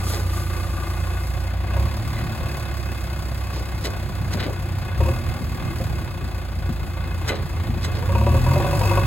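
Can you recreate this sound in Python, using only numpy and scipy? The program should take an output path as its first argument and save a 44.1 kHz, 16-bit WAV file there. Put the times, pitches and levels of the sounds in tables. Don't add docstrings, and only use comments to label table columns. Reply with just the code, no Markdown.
import sys
import numpy as np
from scipy import signal
from scipy.fft import rfft, irfft, next_fast_len
from scipy.io import wavfile
from scipy.ndimage import uniform_filter1d, map_coordinates

SR = 44100
rng = np.random.default_rng(int(sys.argv[2]) if len(sys.argv) > 2 else 0)


def transcribe(u):
    v = np.clip(np.atleast_2d(u).T, -1, 1)
    q = np.round(v * 32767).astype(np.int16)
    wavfile.write(sys.argv[1], SR, q)


N = 399546

# time_s, firings_per_s
ENGINE_SPEED = [(0, 30.65), (.6, 29.7), (1.68, 30.02), (1.82, 34.3), (2.05, 37.2), (2.5, 36.08),
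                (3.05, 32.56), (4.2, 32.07), (4.95, 30.79), (5.0, 36.5), (5.12, 39.6), (5.55, 38.59),
                (5.85, 35.97), (6.2, 29.08), (7.3, 28.63), (8, 28.1), (8.3, 38.76), (8.75, 48.29),
                (9.06, 51.45)]
# start_s, rise_s, hold_s, effort_db
LOAD_SPELLS = [(1.74, 0.068, 0.12, 8.5), (5.018, 0.025, 0.06, 17.5), (5.29, .02, .01, 6),
               (5.8, 0.014, 0.04, 11), (6.26, .015, .01, 6), (8.07, 0.11, 1.0, 16)]
# time_s, second_harmonic_db, third_harmonic_db, rumble_db, clatter_db, hiss_db
ENGINE_LEVELS = [(0, -29, -25.5, -36.5, -39.5, -48.5), (1.5, -26, -29, -37, -41.5, -51.5),
                 (2.25, -33.5, -30, -33.5, -39.5, -51), (2.9, -29, -37.5, -37.5, -41.5, -50),
                 (4.7, -31, -28, -34.5, -41.5, -52), (5.6, -43, -39, -32, -42, -54),
                 (6.5, -29.5, -32, -36.5, -43.5, -54), (7.8, -38, -27.5, -32.5, -40.5, -52.5),
                 (8.25, -33.5, -27, -32, -40.5, -51.5), (8.55, -36, -25, -29.5, -39.5, -53),
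                 (8.7, -41, -30.5, -28.5, -40, -51), (8.87, -29.5, -33, -33, -37.5, -48.5),
                 (9.06, -33, -33, -29, -39, -54.5)]
UPPER_HARMONICS_DB = [-21.5, -25, -19, -27]
# pitch_hz, level_db
BLOCK_COLOUR = [(130, -42), (220, 6.5), (290, -3), (345, 10), (430, -35), (520, 3.5), (850, 1), (1150, 0),
                (1290, -3), (1500, -6), (1900, -3.5), (2600, -9.5), (3500, -9.5), (5000, -13), (7000, -75),
                (12000, -76)]
# pitch_hz, width_hz, level_db
PANEL_MODES = [(342, 65, 2), (530, 90, -5), (735, 150, -4.5), (1120, 160, -4.5), (1468, 70, -2.5),
               (1640, 140, -9), (2103, 70, -5), (2560, 150, -5), (3500, 200, -14)]
# pitch_hz, level_db
HISS_COLOUR = [(2000, -24), (3500, -14), (4600, 13), (5600, 5), (6800, 3.5), (8300, 4.5), (9500, 1),
               (11000, 6), (12500, 0.5), (13400, 12), (14400, -7.5), (15800, 6)]
# pitch_hz, level_db
RUMBLE_COLOUR = [(18, -27), (30, -27), (42, 8), (65, 9), (110, 9.5), (150, 4.5), (220, -5.5), (300, -10),
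                 (450, -16), (900, -37.5)]
# time_s, level_db
SHEET_LEVELS = [(0, -44), (.5, -42), (.92, -42.5), (1.0, -48), (1.5, -55)]
# pitch_hz, width_hz, level_db
SHEET_MODES = [(1190, 55, 0), (1480, 70, -10)]
# time_s, level_db
SLIDE_LEVELS = [(0, -61), (.1, -44), (.26, -63), (.37, -51), (.46, -57.5), (.9, -59.5), (1.27, -60),
                (1.5, -65)]
# pitch_hz, level_db
SLIDE_COLOUR = [(1500, -15), (3500, 1), (7000, 1.5), (11500, 3), (15800, -7)]
# time_s, level_db, half_length_s, boom_offset_db, treble_limit_hz
STONE_CRUNCHES = [(0.135, -45.5, 0.041, 8.5, 14000), (3.564, -47.5, 0.032, 8, 9000),
                  (3.854, -39, 0.013, 7.5, 14000), (4.338, -41, 0.012, -1, 14000),
                  (4.403, -41, 0.0089, -3, 4300), (4.436, -42.5, 0.03, 11.5, 4300),
                  (7.291, -36, 0.012, 5.5, 14000), (7.325, -44, 0.049, 7, 4500),
                  (7.846, -40, 0.013, 1, 14000), (7.963, -45, 0.019, 10.5, 5000)]
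# pitch_hz, level_db
CRUNCH_COLOUR = [(600, -28), (1400, 8.5), (2100, 8), (2750, 4), (3600, 7.5), (4800, 11), (6500, 1),
                 (11000, -2.5), (15800, -6)]
# pitch_hz, width_hz, level_db
SHELL_MODES = [(255, 60, -3), (415, 45, 3), (560, 90, -2), (720, 150, -7), (1050, 300, -10)]
# start_s, rise_s, hold_s, level_db
FRAME_STRAINS = [(1.72, .04, .15, -37), (5.035, .02, .06, -30), (8.085, .09, .3, -29), (8.5, .04, .3, -28),
                 (8.85, .04, .16, -26)]
# pitch_hz, width_hz, level_db
DRONE_MODES = [(352, 30, 2), (425, 50, -9), (558, 45, 1), (725, 70, -8), (958, 50, -3), (1110, 110, -4),
               (2600, 190, -8)]
# start_s, crack_db, pitch_hz, low_ring_db, high_ring_db
FRAME_BANGS = [(1.763, -13, 548, -34, -37), (5.004, -16, 532, -28.5, -32), (5.054, -23, 527, -33, -33),
               (5.082, -16, 540, -29.5, -43), (5.801, -25, 526, -31.5, -50), (8.023, -27, 513, -35, -41),
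               (8.09, -24, 544, -28, -33), (8.15, -9, 539, -27, -25), (8.211, -19, 544, -29, -31.5),
               (8.265, -14, 564, -22.5, -25.5), (8.341, -16, 542, -24.5, -34),
               (8.463, -18, 559, -30.5, -27), (8.511, -22, 529, -32, -27.5), (8.557, -11, 577, -23, -31),
               (8.6, -12, 552, -26.5, -31.5), (8.642, -17, 585, -27, -31), (8.664, -16, 560, -24.5, -41),
               (8.728, -24, 565, -24, -28.5), (8.811, -7, 525, -29, -28.5), (8.849, -12, 580, -28.5, -30.5),
               (8.909, -18, 544, -27.5, -25), (8.971, -11, 556.5, -24, -23)]
# pitch_hz, level_db
CRACK_COLOUR = [(200, -20), (400, 4), (1150, -6), (1400, -12), (2700, -16), (5000, -38), (12000, -55)]
# pitch_hz, width_hz, level_db
FRAME_LOW_MODES = [(350, 20, -9), (555, 25, 0), (730, 50, -9)]
# pitch_hz, width_hz, level_db
FRAME_HIGH_MODES = [(955, 30, 0), (1105, 120, -9), (2570, 150, -12)]
# start_s, level_db, ring_s, brightness_db_per_octave
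BUCKET_CLANKS = [(2.146, -46, .008, -7), (2.165, -41, .007, -7), (2.177, -40, 0.0062, -9),
                 (2.188, -45, .007, -6), (2.204, -42, .008, -6), (2.213, -47, .008, -7),
                 (3.85, -36, 0.021, 1), (4.329, -43, 0.016, 3), (4.398, -42, 0.029, -2),
                 (4.433, -43, 0.025, -7), (7.279, -38, 0.016, 2), (7.29, -29.5, 0.017, -6),
                 (7.317, -40, 0.017, -8), (7.352, -45, .014, 2), (7.842, -37.5, .02, 3.5)]
# pitch_hz, width_hz, level_db
STEEL_MODES = [(1500, 90, -7), (2030, 150, 2), (2500, 60, -6), (3020, 100, -4), (3450, 50, -9),
               (3990, 60, 0), (5400, 120, -7), (6345, 40, -7), (7800, 60, -9)]
# start_s, level_db
TRAILER_BLOWS = [(2.91, -28), (4.219, -25.5), (4.346, -19), (4.46, -23), (5.41, -20.5), (5.809, -24),
                 (6.239, -25.5), (6.693, -17.5), (7.689, -20.5), (7.768, -22)]
# pitch_hz, width_hz, level_db
TRAILER_MODES = [(152, 53, 1), (206, 61, -1), (237, 20, 3), (410, 300, -29), (670, 290, -31)]
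# pitch_hz, level_db
SCATTERED_LEVELS = [(60, -11), (300, -9.5), (1000, -8), (2500, -8), (5000, -9), (9000, -11), (15000, -11)]
# pitch_hz, lead_radians
LEFT_LEAD = [(0, 0), (1500, .5), (4000, 1.2), (4700, 2.8), (5900, 3), (6400, .5), (7000, 0),
             (15750, -12.57)]
# pitch_hz, level_db
LEFT_BOOST = [(60, -1.6), (130, -1), (290, -0.5), (640, 0.5), (1410, 4), (3100, 0), (6820, -0.5),
              (15000, 0.5)]

IDLE_RATE, FAST_RATE = 30, 42
TOP_HZ = 15850


def amp(db):
    return 10 ** (np.asarray(db) / 20)


def unit(x):
    return x / np.sqrt(np.mean(x ** 2) + 1e-20)


def along(points, hz):
    pitches, values = np.transpose(points)
    return np.interp(np.log(hz + 1), np.log(pitches + 1), values)


def curves(rows):
    times, *columns = np.transpose(rows)
    return [np.interp(np.arange(N) / SR, times, column) for column in columns]


def passage(rows):
    t = np.arange(N) / SR
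    inside = (t >= rows[0][0]) & (t <= rows[-1][0])
    return amp(curves(rows)[0]) * uniform_filter1d(inside * 1., size=2000)


def wobble(rate):
    return map_coordinates(rng.standard_normal(int(N * rate / SR) + 4), [np.arange(N) * rate / SR])


def noise():
    return rng.standard_normal((2, N))


def filtered(x, response):
    size = next_fast_len(N + SR // 4)
    return irfft(rfft(x, size) * response(np.fft.rfftfreq(size, 1 / SR)), size)[..., :N]


def coloured(x, colour):
    return filtered(x, lambda hz: unit(amp(along(colour, hz))))


def resonate(x, modes, order=1):
    def response(hz):
        gain = sum(amp(db) * (1j * hz * width / (pitch ** 2 - hz ** 2 + 1j * hz * width)) ** order
                   * (-1) ** k for k, (pitch, width, db) in enumerate(modes))
        gain = gain / (1 + (hz / (2 * modes[-1][0])) ** 2)
        return gain / np.sqrt(np.mean(abs(gain) ** 2))
    return filtered(x, response)


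def bursts(firings, decay_cycles, steady, scatter_db, alternate_db):
    index = firings.astype(int)
    age = firings - index
    size_db = scatter_db * rng.standard_normal(size=1024)[index] + alternate_db * (-1) ** index
    rise = 1 - np.exp(-age / .05)
    return unit(steady + amp(size_db) * np.exp(-age / decay_cycles) * rise)


def load_spell(start_s, rise_s, hold_s, early_s=.05, release_s=.067):
    age = np.arange(N) / SR - start_s
    return np.clip((age + early_s) / rise_s, 0, 1) * np.exp(-np.maximum(age - hold_s, 0) / release_s)


def effort(sag_db_per_s=5.5):
    t = np.arange(N) / SR
    return sum((db - sag_db_per_s * (t - start_s)) * load_spell(start_s, rise_s, hold_s)
               for start_s, rise_s, hold_s, db in LOAD_SPELLS)


def exhaust(firings, rate, second_db, third_db, silencer_hz=129.6, pipe_hz=242.4, pipe_width_hz=22.7):
    phase = 2 * np.pi * firings
    first_gain = amp(np.interp(rate, [IDLE_RATE, FAST_RATE], [-34, -10]))
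    low_tones = amp(second_db) * (np.sin(2 * phase) + first_gain * np.sin(phase))
    passed = 1 / np.sqrt(1 + (3 * rate / silencer_hz) ** 20)
    upper = sum(amp(db + 2.5 * wobble(10)) * np.sin(k * phase)
                for k, db in enumerate(UPPER_HARMONICS_DB, 4))
    high_tones = amp(third_db) * passed * (np.sin(3 * phase) + upper)
    off_pitch = (6 * rate - pipe_hz) / pipe_width_hz
    pipe = amp(-42 + wobble(2.13)) * np.sin(6 * phase) / (1 + off_pitch ** 4)
    throb = np.sqrt(2) * (low_tones + high_tones + pipe)
    sway = .4 * wobble(5)
    return np.array([throb, sway * throb])


def injectors(firings, scatter_db=.8):
    fired = np.flatnonzero(np.diff(firings.astype(int)))
    late, size, scattered = rng.standard_normal((len(fired), 3)).T
    delay_s = .005 + .00006 * late
    at = np.clip(fired + (SR * delay_s).astype(int), 0, N - 1)
    taps = np.zeros((2, N))
    taps[:, at] = amp(scatter_db * size) * [np.ones(len(fired)), scattered]
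    return unit(taps)


def clatter(firings, level_db):
    pulses = bursts(firings, decay_cycles=.5, steady=.38, scatter_db=1.2, alternate_db=0)
    block = amp(1.5) * coloured(pulses * noise(), BLOCK_COLOUR)
    shaking = amp(-12) * injectors(firings) + amp(-2 + 1.9 * wobble(12)) * pulses * noise()
    panels = amp(3) * resonate(shaking, PANEL_MODES, order=2)
    return amp(level_db + .35 * wobble(8.8)) * (block + panels)


def hiss(firings, rate, level_db, puff_s=.012):
    puffs = bursts(firings, decay_cycles=puff_s * rate, steady=.33, scatter_db=1.7, alternate_db=1)
    flutter_db = .8 * wobble(11)
    return amp(level_db + 6.5 + flutter_db) * coloured(puffs * noise(), HISS_COLOUR)


def rumble(level_db):
    swell_db = 1.1 * wobble(14)
    return amp(level_db + 5 + swell_db) * coloured(noise(), RUMBLE_COLOUR)


def loose_sheet(firings):
    beats = np.floor(.75 * firings - .52)
    at = np.flatnonzero(np.diff(beats))
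    taps = np.zeros((2, N))
    taps[0, at] = amp(1.8 * rng.standard_normal(len(at)))
    return passage(SHEET_LEVELS) * resonate(taps / np.std(taps[0]), SHEET_MODES, order=2)


def stone_clicks(per_s, spread_db):
    hits = rng.random(N) < per_s / SR
    strength = amp(spread_db * np.minimum(rng.exponential(size=N), 4))
    return unit(hits * strength * noise())


def stones(boom_delay_s=.02):
    t = np.arange(N) / SR
    clicks = stone_clicks(per_s=3500, spread_db=2.8)
    grit, shell_push = np.zeros((2, N)), np.zeros(N)
    for time_s, db, half_length_s, boom_db, treble_hz in STONE_CRUNCHES:
        age = t - time_s
        crush = amp(db) / (1 + (age / half_length_s) ** 2)
        grit += signal.lfilter(*signal.butter(4, min(treble_hz, TOP_HZ), fs=SR), crush * clicks)
        shell_push += amp(db + boom_db) * np.exp(-((age - boom_delay_s) / (2 * half_length_s + .014)) ** 2)
    crunch = amp(9) * coloured(grit, CRUNCH_COLOUR)
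    boom = resonate(shell_push * stone_clicks(per_s=1500, spread_db=2), SHELL_MODES)
    slide = coloured(stone_clicks(per_s=14000, spread_db=1.5), SLIDE_COLOUR)
    return crunch + boom + amp(12) * passage(SLIDE_LEVELS) * slide


def struck_steel(start_s, modes, ring_s, tuning=1, rise_s=.0019):
    t = np.arange(SR // 6) / SR
    hz, width, db = np.transpose(modes)[:, :, None]
    drift = np.cumsum(rng.standard_normal((len(hz), len(t))) * np.sqrt(width / SR), axis=1)
    phase = 2 * np.pi * (tuning * hz * t + rng.random(hz.shape)) + drift
    volume = (1 - np.exp(-t / rise_s)) * np.exp(-(t / ring_s) ** 1.5)
    ring = np.sqrt(2) * volume * np.sum(amp(db) * np.sin(phase), axis=0)
    return np.pad(ring, (round(start_s * SR), N))[:N]


def frame_knocks(firings, crack_decay_s=.006):
    taps = injectors(firings)
    pulses = bursts(firings, decay_cycles=.3, steady=.3, scatter_db=1.5, alternate_db=1)
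    rattle = .5 * taps + .8 * pulses * noise()
    strain, hits, rings = np.zeros((3, N))
    for start_s, rise_s, hold_s, db in FRAME_STRAINS:
        strain += amp(db) * load_spell(start_s, rise_s, hold_s) ** 2
    for start_s, crack_db, hz, low_db, high_db in FRAME_BANGS:
        hits[round(start_s * SR)] = amp(crack_db)
        tuning = hz / FRAME_LOW_MODES[1][0]
        rings += amp(low_db) * struck_steel(start_s, FRAME_LOW_MODES, ring_s=.031, tuning=tuning)
        rings += amp(high_db) * struck_steel(start_s, FRAME_HIGH_MODES, ring_s=.023, tuning=tuning ** .5)
    cracks = signal.lfilter([1], [1, -np.exp(-1 / (crack_decay_s * SR))], hits) * noise()
    drone = resonate(strain * rattle, DRONE_MODES, order=2)
    frame = amp(-4.5) * drone + amp(-13) * coloured(cracks, CRACK_COLOUR)
    frame[0] += amp(1.5) * rings
    return frame


def bucket_clanks():
    clanks = np.zeros((2, N))
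    for start_s, db, ring_s, brightness in BUCKET_CLANKS:
        modes = [(hz, width, mode_db + db + brightness * np.log2(hz / STEEL_MODES[3][0]))
                 for hz, width, mode_db in STEEL_MODES]
        clanks += [struck_steel(start_s, modes, ring_s), struck_steel(start_s, modes, ring_s)]
    return clanks


def trailer_thumps():
    blows = np.zeros((2, N))
    for start_s, db in TRAILER_BLOWS:
        blows[:, round(start_s * SR)] = amp(db + 23.5)
    return resonate(blows, TRAILER_MODES)


def microphone_ports(direct, scattered):
    sides = np.array([[1], [-1]])
    spread = filtered(scattered, lambda hz: amp(along(SCATTERED_LEVELS, hz)))

    def response(hz):
        lead = np.interp(hz, *np.transpose(LEFT_LEAD))
        return amp(sides * along(LEFT_BOOST, hz) / 2) * np.exp(.5j * sides * lead)
    return filtered(direct + sides * spread, response)


def scene():
    rate, = curves(ENGINE_SPEED)
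    firings = np.cumsum(rate) / SR
    octaves_above_idle = np.log2(rate / IDLE_RATE)
    effort_db = effort()
    second_db, third_db, rumble_db, clatter_db, hiss_db = curves(ENGINE_LEVELS)
    engine = (exhaust(firings, rate, second_db + effort_db, third_db + .48 * effort_db)
              + clatter(firings, clatter_db + 2.5 * octaves_above_idle + .084 * effort_db)
              + hiss(firings, rate, hiss_db + 5 * octaves_above_idle + .23 * effort_db)
              + rumble(rumble_db + .2 * effort_db)
              + frame_knocks(firings) + loose_sheet(firings))
    direct, scattered = engine + stones() + bucket_clanks() + trailer_thumps()
    return microphone_ports(direct, scattered)


def record(dry):
    return filtered(dry, lambda hz: hz < TOP_HZ)


dry = scene()
out = record(dry)
transcribe(out)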